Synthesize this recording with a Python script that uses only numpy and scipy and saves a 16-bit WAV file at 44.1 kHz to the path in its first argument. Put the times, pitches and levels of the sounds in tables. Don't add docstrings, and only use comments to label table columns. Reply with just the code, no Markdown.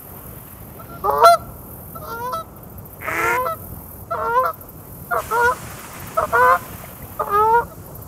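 import sys
import numpy as np
from scipy import signal
from scipy.fft import rfft, irfft, next_fast_len
from scipy.io import wavfile
from scipy.ndimage import uniform_filter1d, map_coordinates

SR = 44100
rng = np.random.default_rng(int(sys.argv[2]) if len(sys.argv) > 2 else 0)


def inscribe(sig):
    pcm = np.round(np.clip(np.atleast_2d(sig).T, -1, 1) * 32767)
    wavfile.write(sys.argv[1], SR, pcm.astype(np.int16))


N = 355887
T = np.arange(N) / SR


def amp(db):
    return 10 ** (np.asarray(db) / 20)


def unit(x):
    return x / np.sqrt(np.mean(x ** 2) + 1e-20)


def strength_of(partials_db):
    return np.sqrt(sum(amp(db) ** 2 for db in partials_db))


def along(points, hz):
    knots_hz, values = np.transpose(points)
    return np.interp(np.log(hz + 1), np.log(knots_hz + 1), values)


def curves(rows):
    time_s, *columns = np.transpose(rows)
    return [np.interp(T, time_s, column) for column in columns]


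def wobble(rate):
    return unit(map_coordinates(rng.standard_normal(int(N * rate / SR) + 4), [T * rate]))


def coloured(x, points):
    size = next_fast_len(N + SR // 4)
    return irfft(rfft(x, size) * amp(along(points, np.fft.rfftfreq(size, 1 / SR))), size)[:N]


def noise(points, patchy_db):
    spectra = signal.stft(rng.standard_normal(N), nperseg=512)[2]
    patches = uniform_filter1d(rng.standard_normal(spectra.shape), size=5, axis=0)
    patches = unit(uniform_filter1d(patches, size=10, axis=1))
    patchy = signal.istft(spectra * amp(patchy_db * patches), nperseg=512)[1][:N]
    return unit(coloured(patchy, points))


def gate(notes, edge_s):
    ramps = [np.clip(np.minimum(T - note[0][0], note[-1][0] - T) / edge_s + 1, 0, 1) for note in notes]
    return np.max(ramps, axis=0) ** 2


# frequency_hz, gain_db
TRAFFIC_SPECTRUM = [(12, -49), (20, -66), (45, -2), (81, 0.5), (109, 0.5), (188, -2.5), (240, -8),
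                    (398, -11), (477, -11.5), (528, -11), (1360, -21), (2500, -62.5), (3250, -68),
                    (5500, -120)]
def traffic(level_db=-37.5):
    return amp(level_db + 1.1 * wobble(8)) * noise(TRAFFIC_SPECTRUM, patchy_db=1.5)


# time_s, lower_db, upper_db
HISS_LEVELS = [(0, -51.5, -55), (.55, -50.5, -56), (1, -53, -61), (1.5, -57.5, -57), (2.4, -58.5, -59.5),
               (3.5, -56.5, -55), (4.1, -58.5, -57), (5.16, -56.5, -53.5), (5.19, -39.5, -39.5),
               (5.5, -39, -39.5), (6, -39.5, -42.5), (6.55, -39.5, -43), (6.88, -44, -47.5),
               (6.95, -48, -51), (7.5, -52, -51.5), (8.07, -60, -51)]
# frequency_hz, gain_db
LOWER_BAND = [(400, 0), (1200, 9.5), (1700, 3.5), (2500, 1.5), (3300, -4), (4200, -14)]
UPPER_BAND = [(3000, -20), (4200, -2.5), (6500, 3.5), (9000, 4), (11000, 4), (14000, -1.5)]
def hiss():
    lower_db, upper_db = curves(HISS_LEVELS)
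    lower = amp(lower_db + 1.5 * wobble(60)) * noise(LOWER_BAND, patchy_db=1.2)
    return lower + amp(upper_db) * noise(UPPER_BAND, patchy_db=1)


# frequency_hz, t60_s
SHORE_DECAY = [(300, 0.22), (1400, 0.78), (3000, .4), (10000, 0.12)]
def shore(x, delay_s=0.038):
    hz, t, spectra = signal.stft(rng.standard_normal(SR), SR, nperseg=256)
    tail = signal.istft(spectra * amp(-60 * t / along(SHORE_DECAY, hz)[:, None]), SR, nperseg=256)[1]
    delayed = np.pad(x, (round(delay_s * SR), 0))
    return signal.fftconvolve(delayed, tail / np.linalg.norm(tail))[:N]


# start_s, gain_db, pitch_hz
BUBBLES = [(6.799, -38, 2050), (6.839, -18, 663), (6.847, -26, 2070), (7.023, -29, 1950)]
def drips(rise_s=0.001, t60_s=0.018):
    out, t = np.zeros(N + SR), np.arange(SR // 20) / SR
    for start_s, gain_db, pitch_hz in BUBBLES:
        envelope = amp(gain_db - 60 * t / t60_s) * (1 - np.exp(-t / rise_s))
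        out[round(start_s * SR):][:len(t)] += envelope * np.sin(2 * np.pi * pitch_hz * t * (1 + 4 * t))
    return out[:N]


# start_s, end_s, first_db, last_db
BUZZ_PHRASES = [(-.3, 0.553, -43, -44), (.57, .9, -44, -52), (.92, 1.38, -49, -46),
                (1.333, 2.403, -37, -45), (2.788, 4.05, -39, -40), (4.698, 5.5, -34, -46),
                (6.05, 7.436, -41.5, -41.5)]
# time_s, level_db
FAR_CHORUS = [(0, -42), (2.5, -51), (4.1, -52.5), (4.5, -47), (5.3, -50), (5.6, -64), (6.2, -55),
              (7.5, -48), (8.07, -47.5)]
# frequency_hz, gain_db
WING_SPECTRUM = [(7000, -73), (8400, -13), (9100, -13.5), (11600, -1.5), (12600, 0.5), (13300, 2),
                 (14600, -5.5), (15500, -7.5)]
def katydid_buzz(stroke_hz=41.4, swell_s=0.43, cut_s=0.026):
    power = amp(curves(FAR_CHORUS)[0]) ** 2
    for start_s, end_s, first_db, last_db in BUZZ_PHRASES:
        fade = np.clip(np.minimum((T - start_s) / swell_s, (end_s - T) / cut_s), 0, 1)
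        power += (fade * amp(np.interp(T, [start_s, end_s], [first_db, last_db]))) ** 2
    stroke_phase = 2 * np.pi * stroke_hz * T + 0.3 * wobble(3)
    strokes = np.exp(0.85 * np.cos(stroke_phase)) * amp(1.5 * wobble(30))
    pulsing = unit(strokes * noise(WING_SPECTRUM, patchy_db=1))
    return np.sqrt(power) * unit(pulsing + 0.9 * noise(WING_SPECTRUM, patchy_db=1))


# start_s, relative_db
WING_STROKES = [(1.0363, -31), (1.1029, -29), (1.177, -28.5), (1.3252, -33), (2.5631, -34), (2.6293, -32.5),
                (2.6948, -36.5), (2.7187, -37), (2.7801, -30), (2.8534, -29.5), (2.9013, -36),
                (2.9287, -29), (3.02, -30), (4.3945, -30.5), (4.4568, -26.5), (4.5344, -27),
                (4.6087, -26.5), (4.688, -28.5), (4.7676, -36), (5.7025, -31), (5.7892, -33), (5.9289, -31),
                (5.9978, -28), (6.07, -27.5), (6.1456, -29), (7.859, -31.5), (7.9503, -27.5), (8.0197, -29)]
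# frequency_hz, gain_db
STROKE_SPECTRUM = [(7000, -43), (8500, -11.5), (10000, -7.5), (12000, 2), (13500, 8), (15500, -2)]
def katydid_ticks(gain_db=-6.5, length_s=0.023, rise_s=0.0016, fall_s=0.016):
    envelope = np.zeros(N)
    for start_s, relative_db in WING_STROKES:
        rise = np.clip((T - start_s) / rise_s, 0, 1)
        fall = np.clip((start_s + length_s - T) / fall_s, 0, 1)
        envelope += amp(gain_db + relative_db) * rise * fall
    return envelope * noise(STROKE_SPECTRUM, patchy_db=2)


# frequency_hz, gain_db
BILL_RESPONSE = [(250, -23), (340, -4), (700, -7), (1200, -5.5), (1800, -1), (2150, 1.5), (2700, -15.5),
                 (3400, -27.5), (4300, -26), (6500, -16.5), (9000, -19.5), (12000, -36)]
def duck(start_s=2.998, length_s=0.374, settled_hz=354.2, slack_hz=167.4, tighten_s=0.09):
    t = np.clip(T - start_s, 0, length_s)
    slack = np.exp(-t / tighten_s)
    pitch_hz = settled_hz - slack_hz * slack
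    uneven = np.clip(0.25 + 1.8 * slack, 0, 1)
    cycles = np.cumsum(pitch_hz * (1 + (0.008 + 0.04 * uneven) * wobble(200))) / SR
    count = np.floor(cycles)
    pulses = np.diff(count, prepend=0) * (1 + uneven * (-1) ** count) * amp(0.77 * rng.standard_normal(N))
    quadrature = signal.hilbert(unit(pulses), next_fast_len(N))[:N].imag
    soft_pulses = coloured(quadrature, [(3000, 0), (4500, -14)])
    rasp = unit(np.exp(-2.5 * (cycles % 1)) * rng.standard_normal(N))
    call = unit(coloured(soft_pulses + 0.65 * rasp, BILL_RESPONSE))
    treble = coloured(call, [(3000, -60), (4000, 0)])
    level_db = -19.5 - 19 * np.exp(-t / 0.1) - 42 * np.maximum(t - 0.27, 0)
    onset = np.clip(t / 0.025, 0, 1)
    sounding = gate([[[start_s], [start_s + length_s]]], edge_s=0.0051)
    return amp(level_db) * sounding * onset * (call - slack * treble)


# peak_s, level_db, rise_s, fall_s (per 20 dB)
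AIR_BURSTS = [(1.21, -50.5, 0.49, 0.055), (1.25, -33, 0.023, 0.04), (2.12, -42, 0.1, 0.048),
              (2.331, -37, .012, .035), (3.468, -48, .008, 0.072), (4.26, -50, 0.056, .04),
              (4.455, -44.5, .008, 0.069)]
# frequency_hz, gain_db
AIR_SPECTRUM = [(1500, -27), (2500, -31), (3500, 5), (4300, 6), (5300, 6), (6500, -1), (7600, -27),
                (10000, -31), (15000, -34)]
def goose_breath():
    envelope = sum(amp(level_db - 20 * np.maximum((peak_s - T) / rise_s, (T - peak_s) / fall_s))
                   for peak_s, level_db, rise_s, fall_s in AIR_BURSTS)
    return envelope * noise(AIR_SPECTRUM, patchy_db=2)


# time_s, pitch_hz, source_db, neck_ratio (to resting length)
LOW_NOTES = [
    [(1.043, 382.4, -28.5, 1.16), (1.095, 423, -23, 1.18), (1.112, 415.7, -34, 1.14),
     (1.16, 430, -27.5, 1.27), (1.21, 443.3, -26, 1.22), (1.225, 471, -19, 1.06), (1.243, 476, -16.5, 1.12),
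     (1.258, 462, -33, 0.7)],
    [(2.04, 442, -50.5, 1.05), (2.13, 459.3, -34, 1.03), (2.18, 463.4, -38.5, 1.02),
     (2.23, 481.5, -36, 1.05), (2.27, 504, -33, 0.98), (2.315, 507, -36.5, 1.015),
     (2.335, 510, -35.5, 0.98)],
    [(3.085, 429.7, -44.5, 1.03), (3.17, 435, -42.5, 1.1), (3.2, 439, -32, 1.01), (3.26, 456.7, -28, 1.03),
     (3.33, 473, -29, 1.03), (3.375, 504, -28.5, 0.98), (3.42, 507, -27, 1.02), (3.455, 520.4, -27.5, 1.08),
     (3.475, 488, -31, 1.12)],
    [(4.145, 492, -30, 1.25), (4.16, 480, -35, 1.03), (4.19, 436.8, -38, 1.07), (4.27, 456, -28.5, 1.05),
     (4.345, 473.4, -27.5, 1.035), (4.38, 513.7, -21, 0.97), (4.43, 517.6, -25, 1.02),
     (4.505, 477.3, -42, 1.12)],
    [(5.13, 503, -42, 1.05), (5.147, 497, -21.5, 1.096), (5.18, 458, -36, 1.15), (5.207, 439, -38, 1.3)],
    [(5.312, 437.4, -31.5, 1.04), (5.325, 436, -25, 1.06), (5.385, 485, -25, 1.022),
     (5.43, 471.5, -22.5, 1.02), (5.46, 477, -20.5, 0.98), (5.49, 500.5, -22.5, 0.99),
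     (5.515, 515, -29, 0.99), (5.532, 507, -49, 0.88)],
    [(6.195, 487.4, -29.5, 1.04), (6.24, 448.6, -35.5, 1.21), (6.26, 439, -47.5, 1.05)],
    [(6.335, 482, -34, 1.07), (6.355, 466, -21.5, .98), (6.38, 479.7, -22.5, 1), (6.42, 505.6, -19.5, 0.97),
     (6.47, 503, -20.5, 0.97), (6.51, 516.5, -20.5, 0.95), (6.54, 529.5, -23.5, 0.95),
     (6.56, 526, -32, 0.94), (6.573, 518, -48, 0.96)],
    [(7.208, 441, -31.5, 1.51), (7.22, 437.2, -25, 1.29), (7.25, 420, -41, 1.18), (7.27, 422, -38, 1.17),
     (7.31, 400, -31.5, 1.14), (7.35, 407.2, -23, 1.09), (7.41, 427, -20.5, 1.105),
     (7.45, 438.5, -23, 1.12), (7.525, 452, -24, 1.105), (7.55, 473.6, -19, 1.04), (7.59, 475, -21.5, 1.03),
     (7.632, 454, -42.5, 1.08)],
]
# frequency_hz, gain_db
WINDPIPE_RESPONSE = [(350, -2.5), (550, 1.3), (800, 10), (900, -8), (1000, 9), (1090, -3), (1300, 8.5),
                     (1450, 4), (1520, -16.5), (1600, -18)]
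# time_s, relative_db
LOW_OVERTONES = [(1.05, -44), (1.15, -52), (1.24, -52), (2.13, -31), (2.18, -29), (2.27, -26), (2.315, -38),
                 (3.2, -27), (3.33, -33), (3.42, -30), (4.2, -30), (4.27, -35.5), (4.36, -31), (4.43, -40),
                 (5.16, -40), (5.33, -35), (5.43, -33), (5.46, -23.5), (5.5, -37), (6.22, -29),
                 (6.36, -32.5), (6.51, -29.5), (6.55, -30), (7.22, -43), (7.34, -29), (7.41, -38.5),
                 (7.55, -37), (7.6, -40)]
def low_controls():
    pitch_hz, source_db, neck_ratio = curves(np.vstack(LOW_NOTES))
    partials_db = [source_db + along(WINDPIPE_RESPONSE, k * pitch_hz * neck_ratio) for k in (1, 2, 3)]
    upper_db = 20 * np.log10(strength_of(partials_db)) + curves(LOW_OVERTONES)[0]
    return pitch_hz, partials_db, upper_db, gate(LOW_NOTES, edge_s=0.0075)


def short_note(start_s, length_s, first_hz, last_hz, first_db, last_db, *timbre):
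    attack_s, release_s, edge_db, sag = 0.01145, 0.01513, -10, 0.04
    return [(start_s, first_hz, first_db + edge_db, *timbre),
            (start_s + attack_s, first_hz, first_db, *timbre),
            (start_s + length_s - release_s, last_hz, last_db, *timbre),
            (start_s + length_s, last_hz * (1 - sag), last_db + edge_db, *timbre)]


# start_s, length_s, first_hz, last_hz, first_db, last_db, octave_db, overtones_db
HIGH_NOTES = [(0.792, 0.035, 640, 690, -39.5, -44, 4.5, -27), (0.886, 0.095, 678, 692, -47, -42.5, 5, -25),
              (1.045, 0.0449, 590, 611.4, -27, -37, -5, -33),
              (1.952, 0.039, 656, 681, -36, -45, 7.5, -24.5), (2.013, .11, 615, 629, -38.5, -42, 0.5, -26),
              (2.327, 0.099, 657, 653.6, -30, -36, 6.5, -17.5),
              (3.073, .09, 640, 637.7, -28, -54, 2.5, -36),
              (3.455, 0.091, 667, 646.4, -26.5, -29.5, 4, -18.5),
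              (4.108, 0.048, 655, 701, -23.5, -27, 2, -26), (4.172, .11, 635, 642.3, -24.5, -34.5, -7, -36),
              (4.437, 0.079, 675, 645, -25.5, -29.5, 6, -28), (5.11, .04, 708.4, 702, -21.5, -23, 2, -31),
              (5.15, 0.057, 695, 630, -23.5, -22.5, -2, -33.5),
              (5.311, 0.0279, 645, 653.4, -36.5, -33.5, 12, -20),
              (5.36, 0.071, 592.5, 597.6, -32, -33, -6, -23),
              (5.507, 0.0336, 658.7, 644, -30.5, -30, 7.5, -38),
              (6.173, 0.048, 646.7, 685, -15, -25.5, 1.5, -43),
              (6.218, 0.041, 617, 614, -18, -23.5, -3, -46),
              (6.325, 0.059, 676, 685, -19, -29.5, -3.2, -43), (6.413, 0.16, 698, 712.5, -35, -22, -1, -30),
              (7.196, 0.0706, 618.8, 575, -18.5, -42, 4.5, -38),
              (7.268, 0.064, 573.6, 586.4, -28, -46.5, -1, -38), (7.608, 0.034, 601, 579, -27, -34, 3, -38),
              (7.704, 0.033, 656, 641, -40, -36, -5, -25)]
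# time_s, pitch_hz, level_db, octave_db, overtones_db
FULL_HONK = [(1.097, 559, -18, -6, -32), (1.108, 556, -25, -4, -37), (1.16, 572, -26.5, 3, -42),
             (1.21, 594.4, -28.5, 7.5, -34), (1.228, 625.9, -33, 0, -42), (1.24, 664.3, -11.5, -3.5, -40),
             (1.256, 666, -9.5, 1.5, -17), (1.275, 681.1, -9, 0.5, -20), (1.305, 691.7, -9.5, -10.5, -23),
             (1.33, 682.9, -11, -12, -21.5), (1.345, 664, -14.5, 1.5, -22), (1.358, 630, -29, 3, -31),
             (1.375, 600, -37, -6, -30)]
def high_controls():
    notes = sorted([short_note(*row) for row in HIGH_NOTES] + [FULL_HONK])
    pitch_hz, level_db, octave_db, overtones_db = curves(sorted(sum(notes, [])))
    return pitch_hz, [level_db, level_db + octave_db], level_db + overtones_db, gate(notes, edge_s=0.005)


def membrane(pitch_hz, partials_db, upper_db, sounding, beak, tilt_db, hoarse):
    pitch_hz = uniform_filter1d(pitch_hz, size=400)
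    phase = 2 * np.pi * np.cumsum(pitch_hz * (1 + 0.04055 * hoarse * wobble(150))) / SR
    body = sum(amp(db) * np.sin(k * phase) for k, db in enumerate(partials_db, 1))
    on = sounding > 0
    overtones = np.zeros(N)
    jittered = phase + 0.1 * wobble(120)
    for k in range(len(partials_db) + 1, 24):
        hz = k * pitch_hz[on]
        drift_db = 3.5 * wobble(40)[on]
        level_db = upper_db[on] + along(beak, hz) + tilt_db[on] * np.log2(hz / 3000) + drift_db
        overtones[on] += amp(level_db) * np.sin(k * jittered[on] + rng.uniform(0, 2 * np.pi))
    return phase, np.sqrt(2) * sounding * (body + overtones)


TONE_ORDERS = [(1, 1), (-1, 2), (3, -1), (4, -1), (2, 1), (3, 1), (1, 2), (5, -2)]
TONE_GAINS = [0, -4, -5, -9, -10, -10, -14, -11]
def combination_tones(low_phase, high_phase):
    return sum(amp(db) * np.sin(m * low_phase + n * high_phase + m * n)
               for (m, n), db in zip(TONE_ORDERS, TONE_GAINS))


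# time_s, tilt_db_per_octave, coupling_db, harshness_ratio
POSTURE = [(1.07, 1.5, -9, 0.31), (1.17, -4, -4.5, 0.16), (1.25, 1.5, -7, 0.31), (2.25, 6, -7, 0.38),
           (3.3, -11, -5, 0.52), (4.3, -6.5, -2, 0.44), (5.16, -6, 1.5, .6), (5.42, 0, -11.5, 0.22),
           (6.22, -1.5, -2, 0.58), (6.45, -11, -1, 0.13), (7.4, -5.5, -7.5, .75)]
# frequency_hz, gain_db
BEAK_FOR_LOW = [(1500, 13), (2000, -2.5), (2800, -5.5), (3800, -9), (5000, -10), (6100, -7.5), (7600, -40),
                (9500, -21), (12000, -30)]
BEAK_FOR_HIGH = [(1500, 5), (2000, -2), (2750, -16), (3400, -5.5), (4100, 2.5), (4800, -12), (6100, -8.5),
                 (7600, -30), (9500, -7.5), (11500, -22), (13500, -14), (15500, -23)]
# frequency_hz, gain_db
THROAT_RESPONSE = [(200, -31), (380, -3.5), (710, -5), (850, -21), (980, 2), (1480, -2), (1750, -10.5),
                   (3000, -26), (16000, -48)]
def goose(lone_hoarseness=0.032):
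    tilt_db, coupling_db, harshness = curves(POSTURE)
    low_hz, low_db, low_upper_db, low_on = low_controls()
    high_hz, high_db, high_upper_db, high_on = high_controls()
    low_strength, high_strength = low_on * strength_of(low_db), high_on * strength_of(high_db)
    balance = np.minimum(low_strength, high_strength) / (np.maximum(low_strength, high_strength) + 1e-9)
    rivalry = np.abs(uniform_filter1d(balance, size=700))
    hoarse = np.clip(lone_hoarseness + harshness * np.sqrt(rivalry), 0, 0.9)
    low_phase, low = membrane(low_hz, low_db, low_upper_db, low_on, BEAK_FOR_LOW, tilt_db, hoarse)
    high_phase, high = membrane(high_hz, high_db, high_upper_db, high_on, BEAK_FOR_HIGH, tilt_db, hoarse)
    coupling = amp(coupling_db) * np.sqrt(2 * low_strength * high_strength)
    voice = low + high + coloured(coupling * combination_tones(low_phase, high_phase), THROAT_RESPONSE)
    shimmer = 1.4 * hoarse * np.tanh(wobble(400))
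    return voice * np.sqrt(1 - hoarse ** 2) + coloured(voice * shimmer, THROAT_RESPONSE)


def scene():
    birds = goose() + goose_breath() + duck()
    echo = amp(-32.0) * shore(birds)
    return (birds + echo + katydid_buzz() + katydid_ticks() + drips() + traffic() + hiss())[None]


def record(dry, top_hz=15660):
    limited = dry / (1 + np.abs(dry) ** 8) ** (1 / 8)
    return coloured(limited[0], [(top_hz - 20, 0), (top_hz + 20, -120)])[None]


dry = scene()
out = record(dry)
inscribe(out)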